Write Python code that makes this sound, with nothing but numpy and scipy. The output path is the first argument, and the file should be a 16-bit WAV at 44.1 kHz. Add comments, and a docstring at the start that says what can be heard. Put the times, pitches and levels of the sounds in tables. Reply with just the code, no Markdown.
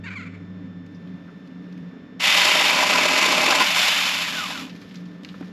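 """A small battery chainsaw cuts one branch in a garden, beside a wooden fence.
Its chain rattles on a ringing steel bar while the cutters chatter and snag in the wood.
The gear whine sags as the saw works, rises when it breaks through, then runs down.
Crows yelp before the cut. Twigs click and rustle over a low outdoor drone and a thin, steady whine."""
import sys
import numpy as np
from scipy import signal
from scipy.fft import rfft, irfft, next_fast_len
from scipy.io import wavfile
from scipy.ndimage import uniform_filter1d

SR = 44100
rng = np.random.default_rng(int(sys.argv[2]) if len(sys.argv) > 2 else 0)


def inscribe(sig):
    """Save sig as 16-bit PCM at rate SR to the path in sys.argv[1].

    A 1-D sig is mono; a 2-D sig holds one channel per row.
    Samples are clipped to [-1, 1] before scaling.
    """
    pcm = np.round(np.clip(np.atleast_2d(sig).T, -1, 1) * 32767)
    wavfile.write(sys.argv[1], SR, pcm.astype(np.int16))


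N = 243431
T = np.arange(N) / SR

MOTOR_START_S, MOTOR_STOP_S, FULL_SPEED_HZ = 2.195, 4.72, 720
CUT_START_S, CUT_END_S, SINK_S, BREAK_S = 2.224, 3.68, 0.45, 0.076
HOP_HZ, SKIP_S = 38.05, 0.011

# The motor spins up, sags in the wood, recovers and coasts to rest: time_s, speed_hz
MOTOR_SPEED = [(2.2, 399), (2.25, 569.7), (2.55, 570.4), (2.68, 620.8), (2.82, 602), (3.33, 630.7),
               (3.52, 560.4), (3.68, 588.6), (3.76, 725), (3.85, 735.7), (3.9, 634.3), (4.0, 565),
               (4.25, 393.2), (4.36, 315.6), (4.48, 203.6), (4.52, 160), (4.61, 124.7), (4.72, 34.8)]
# The chain loses contact for an instant: time_s, dip_db
CHAIN_SKIPS = [(2.422, 0), (2.868, -0.5), (3.077, -5.5), (3.345, -0.5), (3.7, -1.5), (3.738, -5),
               (4.258, -3.5), (4.318, -3.5)]

def saw():
    """The saw hops in the cut. Its speed and how hard it works set the level of each part."""
    running = np.interp(
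        T, [MOTOR_START_S, MOTOR_START_S + .006, 2.24, 2.3, MOTOR_STOP_S - .115, MOTOR_STOP_S],
        [0, .3, .8, 1, 1, 0])
    freed = ramp(CUT_END_S - BREAK_S, BREAK_S)
    load = ramp(CUT_START_S, SINK_S) * (1 - freed)
    speed = curve(MOTOR_SPEED)
    octaves = np.log2(speed / FULL_SPEED_HZ)  # 0 at full speed, -1 at half speed
    tug = (.004 + .012 * load) * wander(45)  # the wood makes the speed waver
    turns = np.cumsum(speed * (1 + tug)) / SR
    strikes = unit(2 + np.exp(-(turns % 1) / 0.45))  # each link sets off a spray of tiny hits
    hops = np.cumsum(HOP_HZ * (1 + 0.2487 * wander(13.8))) / SR
    chatter = (.9 + .4 * load) * np.sin(2 * np.pi * hops) + .45 * wander(48) + .77 * wander(520)
    tuning = 1 + 0.016 * ramp(CUT_START_S, CUT_END_S - CUT_START_S)  # the ringing creeps up in pitch
    parts = (gears(turns, octaves, load)
             + chain(strikes, chatter, hops, tuning, octaves, load, freed)
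             + cutters(strikes, chatter, octaves)
             + branch(strikes, chatter, tuning, octaves, load))
    hidden_db = -3 * ramp(2.306, 0.39)  # the saw sinks behind the branch
    slack_db = -3 * ramp(3.856, 0.39)  # the trigger is let go and the chain slackens
    skip_db = sum(db * np.exp(-((T - s) / SKIP_S) ** 2) for s, db in CHAIN_SKIPS)
    return running * amp(hidden_db + slack_db + skip_db) * parts


# The rattle of the links: pitch_hz, level_db
LINK_RATTLE = [(80, -67), (300, -47), (600, -10), (1100, -3.5), (1850, -2.5), (2150, 1.5), (2600, 3),
               (3600, -5), (4200, -9.5), (5200, -25.5), (7000, -27), (9000, -63)]
# The notes of the steel bar that guides the chain: pitch_hz, width_hz, level_db
BAR_NOTES = [(2030, 31, 0.5), (2286, 53, -0.5), (2583, 62, 0.5), (2875, 55, -5), (3130, 55, -8),
             (3560, 110, -2.5), (4320, 74, -8.5), (7220, 79, -18)]
# The bright zing of the chain skating on bark: pitch_hz, width_hz, level_db
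BARK_ZING = [(2026, 44, 1.5), (2860, 70, 1), (3120, 60, 2), (3440, 110, -4), (3640, 57, -1)]
# The whizz of the freed chain: pitch_hz, level_db
FREE_WHIZZ = [(2500, -29), (3000, 6.5), (3250, -6), (3500, 9), (4150, -3.5), (4700, -13)]

def chain(strikes, chatter, hops, tuning, octaves, load, freed):
    """Links rattle on the bar and make it ring; the chain also slaps it once per hop."""
    slaps = unit(np.diff(np.floor(hops - 1 / 4), prepend=-1) * rng.uniform(-1.1, 1, N))
    hits = strikes * grains(9000, spread_db=3.5) * amp(0.99 * chatter) + amp(-18) * slaps
    ring_gain = amp(-9 - 0.5 * load - 14 * freed)  # wood damps the bar; past the branch it rings less
    rattle = colour(hits, LINK_RATTLE) + ring_gain * drifting_ring(hits, BAR_NOTES, tuning)
    rattle /= np.sqrt(1 + ring_gain ** 2)
    zing = amp(-7) * ring(hits, BARK_ZING) * (1 - ramp(2.66, .07))  # ends when the chain bites
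    whizz = amp(-9) * colour(hits, FREE_WHIZZ) * freed
    return (rattle + zing + whizz) * amp(-17.5 + 5.5 * octaves)


# The hiss of the cutters: pitch_hz, level_db
CUTTER_HISS = [(2500, -29), (4300, 5), (5200, 5), (6200, -1), (7300, 0.5), (8000, -10), (9500, -11.5),
               (11700, -8.5), (13000, -24), (14000, -80)]

def cutters(strikes, chatter, octaves):
    """Thousands of tiny hits a second blur into a hiss."""
    hits = strikes * grains(14000, spread_db=6) * amp(1.17 * chatter)
    return colour(hits, CUTTER_HISS) * amp(-24 + 5.5 * octaves)


# The notes of the branch and the saw's body: pitch_hz, width_hz, level_db
WOOD_NOTES = [(608, 58, -2), (831, 92, -4), (988, 56, 3), (1240, 72, -10)]
# The rasp of tearing fibres: pitch_hz, level_db
FIBRE_RASP = [(25, -70), (60, -48), (200, -18), (450, -4), (700, -2), (1050, 12.5), (1600, 9.5), (2500, 2),
              (5000, -37)]
# The thump of the shaking branch: pitch_hz, level_db
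BRANCH_THUMP = [(130, -50), (200, -8), (270, 3), (400, -3.5), (520, -4), (900, -5.5), (2000, -73)]

def branch(strikes, chatter, tuning, octaves, load):
    """Fibres tear and the wood rings. The branch shakes more as the cut deepens."""
    fibres = strikes * grains(2500, spread_db=3) * amp(2 * chatter)
    ringing = drifting_ring(fibres, WOOD_NOTES, tuning)
    rasp = colour(grains(2500, spread_db=11) * amp(1.4 * chatter), FIBRE_RASP)
    elapsed_s = T - CUT_START_S
    body_gain = amp(-33.5 + 2 * octaves)
    tear_gain = amp(-26.5 + 0.5 * elapsed_s) * load
    shake = colour(fibres, BRANCH_THUMP) * amp(-35 + 4 * elapsed_s) * load
    return unit(ringing + 0.6 * rasp) * np.hypot(body_gain, tear_gain) + shake


# Cutters catch in the wood: peak_s, half_length_s, knock_db, knock_hz, chain_db, chips_db
SNAGS = [(2.383, .011, -22.5, 1100, -23, -24.5), (2.452, .011, -23, 1000, -21, -23),
         (2.479, .011, -23, 950, -23, -27), (2.558, .012, -20.5, 700, -29, -34),
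         (2.612, .011, -23, 950, -28, -28), (2.661, .014, -37, 1000, -19.5, -29),
         (2.698, .012, -34, 650, -17.5, -37), (2.83, .011, -17, 1000, -30, -27),
         (2.909, .017, -27, 800, -18.5, -40), (2.931, .01, -21, 850, -22, -38),
         (2.957, .01, -20, 950, -25, -34), (2.988, .01, -20, 950, -29, -33),
         (3.059, .011, -19.5, 660, -19, -28), (3.086, .01, -34, 1000, -18, -35),
         (3.181, .013, -26, 450, -20, -26), (3.229, .011, -26, 1000, -17.5, -29),
         (3.261, .015, -28, 497, -20.5, -26.5), (3.326, .011, -20, 704, -27, -24.5),
         (3.463, .012, -27.5, 900, -17.5, -34), (3.508, .009, -22, 600, -19, -24.5),
         (3.528, .009, -15.5, 1200, -34, -34), (3.556, .011, -26, 900, -19, -25.5),
         (3.612, .017, -17.5, 1000, -17.5, -33), (3.769, .011, -24.5, 850, -31, -38),
         (3.886, .015, -29.5, 800, -27, -28), (4.066, .012, -29.5, 950, -34, -29),
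         (4.227, .012, -35, 1100, -28, -35), (4.509, .019, -35, 900, -34, -43)]

def snags():
    """A cutter catches tough fibres: the branch knocks, the jerked chain rings the bar, chips fly."""
    out = np.zeros(N)
    for peak_s, half_length_s, knock_db, knock_hz, chain_db, chips_db in SNAGS:
        fade = signal.windows.hann(int(2 * half_length_s * SR))
        rip, jerk = np.pad(fade * rng.standard_normal((2, len(fade))), ((0, 0), (0, 2048)))
        wood = ring(rip, WOOD_NOTES) + colour(rip, FIBRE_RASP) + amp(-6) * colour(rip, BRANCH_THUMP)
        knock = unit(filtered(wood, lambda hz: 1 / (1 + np.log2((hz + 1) / knock_hz) ** 2)))
        clank = unit(colour(jerk, LINK_RATTLE) + ring(jerk, BAR_NOTES))
        chips = colour(jerk, CUTTER_HISS)
        sound = amp(knock_db) * knock + amp(chain_db) * clank + amp(chips_db) * chips
        add(out, peak_s - half_length_s, sound * np.sqrt(np.sum(fade ** 2) / len(rip)))
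    return out


# Motor and gear tones; the teeth meet five times a turn: cycles_per_turn, level_db
GEAR_TONES = [(.5, 15), (1, 9.5), (1.5, 5), (2, 4.5), (3, -27), (4, 0), (5, -5), (6, -3), (10, -17)]
# The saw's small body gives off little bass: pitch_hz, level_db
SAW_BODY = [(250, -29), (560, -1.5), (4000, 11), (8000, 6)]

def gears(turns, octaves, load):
    """The motor and gears whine, louder when they spin fast or work hard."""
    tones = sum(amp(db) * np.sin(2 * np.pi * k * turns) for k, db in GEAR_TONES)
    flutter = amp(1.7 * wander(140))
    whine = filtered(unit(flutter * tones), lambda hz: shape(SAW_BODY, hz))
    return whine * amp(-31.5 + 15 * octaves + 2.5 * load)


# The tones of the coasting gear: cycles_per_turn, level_db
COAST_TONES = [(.5, -47), (1, -38), (5, -29), (10, -37)]
# The gear cover favours some pitches: pitch_hz, level_db
GEAR_COVER = [(270, -16), (360, -4), (450, -22), (590, -3), (740, -1), (850, -22), (1120, -5), (1450, 0),
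              (1700, -9), (2000, -6), (3000, -8), (5000, -16)]

def coasting_gear():
    """Clear of the wood, the motor speeds up, then winds down. Tones flare where the cover rings."""
    speed = curve(MOTOR_SPEED)
    turns = np.cumsum(speed * (1 + .025 * wander(300))) / SR
    motor_fade, teeth_fade = 1 - ramp(4.0, .1), 1 - ramp(4.45, .052)
    tones = np.zeros(N)
    for k, db in COAST_TONES:
        fade = motor_fade if k <= 1 else teeth_fade if k < 10 else 1
        tones += amp(db) * shape(GEAR_COVER, k * speed) * fade * np.sin(2 * np.pi * k * turns)
    return tones * amp(2.3 * wander(120)) * ramp(CUT_END_S, .11) * (1 - ramp(4.56, 0.15))


# Crow calls: start_s, length_s, pitch_hz, fall_octaves, level_db, roughness (0 to 1)
YELPS = [(0.034, 0.03, 889, -0.092, -42.5, 0.3), (0.053, 0.048, 597, 0.37, -37.5, 0.33),
         (0.091, 0.066, 758, -0.04, -40.5, .6), (0.15, 0.044, 1220, 0.34, -37, 0.22),
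         (0.186, 0.04, 761, 0.33, -41, .25), (.218, .033, 765, .28, -44, 0.2),
         (.249, .038, 1190, 0.037, -46, 0.5), (0.333, .03, 1178, .2, -51.5, 0.7)]
# How a crow's throat shapes its voice: pitch_hz, level_db
CROW_THROAT = [(500, -30), (1000, -12), (1500, 2), (1850, -4), (2300, 5.5), (2650, -8), (3300, -16),
               (4400, -16), (5600, -33), (7000, -23), (8500, -40), (10500, -47)]

def crows():
    """Buzz and breath pass through the throat as hoarse, mostly falling yelps that echo among trees."""
    out = np.zeros(N)
    for start_s, length_s, pitch_hz, fall_octaves, level_db, roughness in YELPS:
        waver, breath = rng.standard_normal((2, int(length_s * SR)))
        tremble = 1 + 0.062 * roughness * unit(uniform_filter1d(waver, size=30))
        hz = pitch_hz * 2 ** np.linspace(0, -fall_octaves, len(waver)) * tremble
        phase = 2 * np.pi * np.cumsum(hz) / SR
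        buzz = unit(sum(np.cos(k * phase) for k in range(1, 13)))
        fade = signal.windows.tukey(len(hz), .6)
        clear = colour(fade * buzz, CROW_THROAT)
        hoarse = colour(fade * breath * (1 + np.cos(phase) / 2), CROW_THROAT)
        add(out, start_s, amp(level_db) * unit((1 - roughness) * clear + roughness * hoarse))
    return echo(out, wet_db=-8, decay_s=.7)


# Bouts of rustling: start_s, length_s, level_db
RUSTLES = [(0.848, 1.1, -67), (4.583, 0.47, -50.5), (4.996, 0.24, -58), (5.201, 0.35, -52)]
# The crackle of twigs: pitch_hz, level_db
TWIG_CRACKLE = [(400, -5), (1400, 5), (3000, 3.5), (5000, -1.5), (7000, -10), (8500, -21), (10000, -18),
                (12000, -15.5), (14000, -32)]
# Single snaps: start_s, level_db, decay_s, pitch_hz, spread_octaves
TWIG_SNAPS = [(.863, -54.5, .04, 6000, 1.2), (.947, -57, .09, 5330, 0.14), (1.073, -53, .06, 3100, .35),
              (1.28, -46, .1, 1270, 0.26), (1.474, -55, .04, 5000, 1.2), (1.725, -51.5, .035, 5000, 1.1),
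              (1.776, -54, 0.049, 6000, 1.7), (4.696, -40, 0.069, 3610, .6), (4.762, -46, 0.046, 5000, 1.2),
              (4.815, -45.5, 0.12, 4000, 3), (4.91, -46, .055, 2600, .8), (4.943, -44, 0.053, 3000, 1.3),
              (4.955, -43, .044, 5530, 0.57), (4.97, -48, 0.036, 4500, 0.32),
              (5.055, -53, 0.083, 5000, .73), (5.234, -46, 0.034, 6000, 1.1),
              (5.248, -34, 0.021, 3540, 0.86), (5.253, -44, 0.039, 1900, 0.31),
              (5.289, -38, 0.039, 3270, 0.42), (5.342, -43, .06, 1300, 0.5), (5.408, -38, 0.045, 570, .5),
              (5.426, -38.5, 0.04, 1200, 0.57)]
# The notes of a snapped twig: pitch_hz, width_hz, level_db
TWIG_NOTES = [(2510, 51, 8), (3780, 120, -6), (4100, 100, -2)]
# Dull knocks of wood: start_s, level_db, pitch_hz, decay_s
KNOCKS = [(5.344, -33, 467, 0.038), (5.409, -21, 283, 0.052)]

def twigs():
    """Twigs rustle, snap and knock. 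Each snap leaves the wood ringing."""
    edge_s = 0.071
    stir = amp(-77.5) + sum(amp(db) * ramp(s, edge_s) * (1 - ramp(s + length_s - edge_s, edge_s))
                            for s, length_s, db in RUSTLES)
    out = stir * amp(-3.5 + 1.1 * wander(50)) * colour(grains(4000, spread_db=3.5), TWIG_CRACKLE)
    t = T[:8192]
    for start_s, level_db, decay_s, pitch_hz, spread_octaves in TWIG_SNAPS:
        def band(hz):
            distance = np.log2((hz + 1) / pitch_hz) / spread_octaves
            return shape(TWIG_CRACKLE, hz) / np.sqrt(1 + distance ** 4)
        crack = unit(filtered(rng.standard_normal(len(t)), band)) * amp(level_db - 60 * t / decay_s)
        add(out, start_s, crack + amp(-5.5) * filtered(crack, lambda hz: resonance(TWIG_NOTES, hz)))
    for start_s, level_db, pitch_hz, decay_s in KNOCKS:
        fade = amp(level_db - 60 * t / decay_s) * np.minimum(t * pitch_hz, 1)
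        add(out, start_s, fade * np.sin(2 * np.pi * pitch_hz * t))
    return out


# Soft outdoor air: pitch_hz, level_db
OUTDOOR_AIR = [(20, -29), (40, -10), (65, -10.5), (100, 3.5), (135, 0.5), (200, 5.5), (330, -2), (380, 2),
               (520, -2), (800, -13), (1300, -11), (2000, -14.5), (4000, -25.5), (7000, -38.5), (9500, -60),
               (12500, -49), (14000, -57)]
# A low drone: pitch_hz, level_db
LOW_DRONE = [(130, -41), (152, -14), (168, -7), (185, 5), (205, -3), (230, -0.5), (245, -37), (258, 8),
             (272, -6), (285, 1.5), (302, -1), (322, -25), (400, -68)]
# The drone's strongest tone swells and fades: time_s, level_db
DRONE_SWELL = [(0.0, -40.5), (0.74, -37.5), (0.85, -43.5), (1.12, -34.5), (1.3, -48), (1.89, -34),
               (1.92, -51), (1.98, -44.5), (4.67, -44.5), (4.75, -35.5), (4.84, -55), (5.0, -35),
               (5.21, -45), (5.52, -38.5)]
# A thin, steady whine: pitch_hz, level_db
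THIN_WHINE = [(1626, -72), (1777, -61), (3554, -68.5), (5333, -78.5), (7111, -91)]

def garden():
    """Air and a low drone waver in the breeze, with a fading hum and a thin whine."""
    breeze_db = .7 * wander(3)
    air = amp(-48.5 + breeze_db) * colour(rng.standard_normal(N), OUTDOOR_AIR)
    drone = amp(-43 + breeze_db) * colour(rng.standard_normal(N), LOW_DRONE)
    swell = amp(curve(DRONE_SWELL) - 2 + 2.85 * wander(37))
    tone = swell * np.sin(2 * np.pi * np.cumsum(178 + 5 * wander(14.8)) / SR)
    hum = amp(-41.5) * (1 - ramp(0, 1.42)) * np.sin(2 * np.pi * 98.8 * T)
    whine = sum(amp(db) * np.sin(2 * np.pi * hz * T) for hz, db in THIN_WHINE)
    return air + drone + np.sqrt(2) * (tone + hum + whine)


def echo(x, wet_db, decay_s):
    """Nearby surfaces scatter a short, thin echo that falls 60 dB in decay_s."""
    t = T[:SR // 3]
    bounces = grains(2000, spread_db=-2.5)[:len(t)] * amp(-60 * t / decay_s) * (t > .004)
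    return x + amp(wet_db) * signal.fftconvolve(x, bounces / np.linalg.norm(bounces))[:N]


def amp(db):
    """Turns decibels into a gain."""
    return 10 ** (np.asarray(db) / 20)


def unit(x):
    """Scales a sound to an average (rms) level of 1."""
    return x / np.sqrt(np.mean(x ** 2) + 1e-20)


def ramp(start_s, length_s):
    """Rises evenly from 0 to 1."""
    return np.clip((T - start_s) / length_s, 0, 1)


def curve(rows):
    """Joins the points of a time table with straight lines."""
    return np.interp(T, *np.transpose(rows))


def shape(points, hz):
    """Reads a pitch and level table as a gain at each frequency."""
    pitch_hz, level_db = np.transpose(points)
    return amp(np.interp(np.log(hz + 1), np.log(pitch_hz), level_db))


def filtered(x, gain):
    """Turns each frequency up or down by gain(hz)."""
    size = next_fast_len(len(x) + 2048)
    return irfft(rfft(x, size) * gain(np.fft.rfftfreq(size, 1 / SR)), size)[:len(x)]


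def colour(x, points):
    """Shapes a sound's bass and treble with a table, at level 1."""
    return unit(filtered(x, lambda hz: shape(points, hz)))


def resonance(notes, hz):
    """How an object with these ringing notes answers each frequency."""
    return sum(amp(db) * 1j * hz * width / (pitch ** 2 - hz ** 2 + 1j * hz * width)
               for pitch, width, db in notes)


def ring(x, notes):
    """Lets a sound ring an object's notes, at level 1."""
    return unit(filtered(x, lambda hz: resonance(notes, hz)))


def drifting_ring(x, notes, tuning):
    """Rings notes that follow a tuning curve, each wavering a little, at level 1."""
    out = 0
    for hz, width_hz, db in notes:
        spin = np.exp(2j * np.pi * np.cumsum(hz * tuning * (1 + .005 * wander(6))) / SR)
        decay = np.exp(-np.pi * width_hz / SR)
        out = out + amp(db) * (spin * signal.lfilter([1 - decay], [1, -decay], x / spin)).real
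    return unit(out)


def wander(rate_hz):
    """A smooth random wobble up to about the given rate, at level 1."""
    return unit(filtered(rng.standard_normal(N), lambda hz: 1 / (1 + (hz / rate_hz) ** 4)))


def grains(per_s, spread_db):
    """Tiny random hits of uneven size."""
    hits = (rng.random(N) < per_s / SR) * rng.choice([-1, 1], N)
    return unit(hits * amp(spread_db * np.clip(rng.standard_normal(N), -2, 2)))


def add(mix, start_s, sound):
    """Mixes a sound in at the given time."""
    part = mix[max(round(start_s * SR), 0):][:len(sound)]
    part += sound[:len(part)]


# How much sound spreads to the sides: pitch_hz, side_db
STEREO_SPREAD = [(100, -57), (300, -26.5), (600, -26), (2500, -90), (5000, -40), (8000, -20.5),
                 (11000, -11.5), (13000, -3)]

def scene():
    """Saw and twigs echo off the fence and ground. Most sits in the middle; the low mids and the high treble
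    spread to the sides."""
    near = saw() + coasting_gear() + snags() + twigs()
    middle = echo(near, wet_db=-12.5, decay_s=.3) + crows() + garden()
    scatter = rng.standard_normal(1024) * np.exp(-T[:1024] / 0.0019)
    scattered = signal.fftconvolve(middle, scatter / np.linalg.norm(scatter))[:N]
    side = filtered(scattered, lambda hz: shape(STEREO_SPREAD, hz))
    return np.array([middle + side, middle - side])


def record(dry):
    """Rounds off the loudest peaks, cuts a narrow notch in the treble and removes the very top."""
    ceiling, notch_hz, width_hz, top_hz = .72, 9060, 450, 14000
    rounded = dry / (1 + (dry / ceiling) ** 4) ** .25
    def notch(hz):
        return (hz - notch_hz) ** 2 / ((hz - notch_hz) ** 2 + (width_hz / 2) ** 2)
    notched = np.array([filtered(channel, notch) for channel in rounded])
    low_pass = signal.firwin(255, top_hz, window=("kaiser", 9), fs=SR)
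    return signal.oaconvolve(notched, low_pass[None], "same")


dry = scene()
out = record(dry)
inscribe(out)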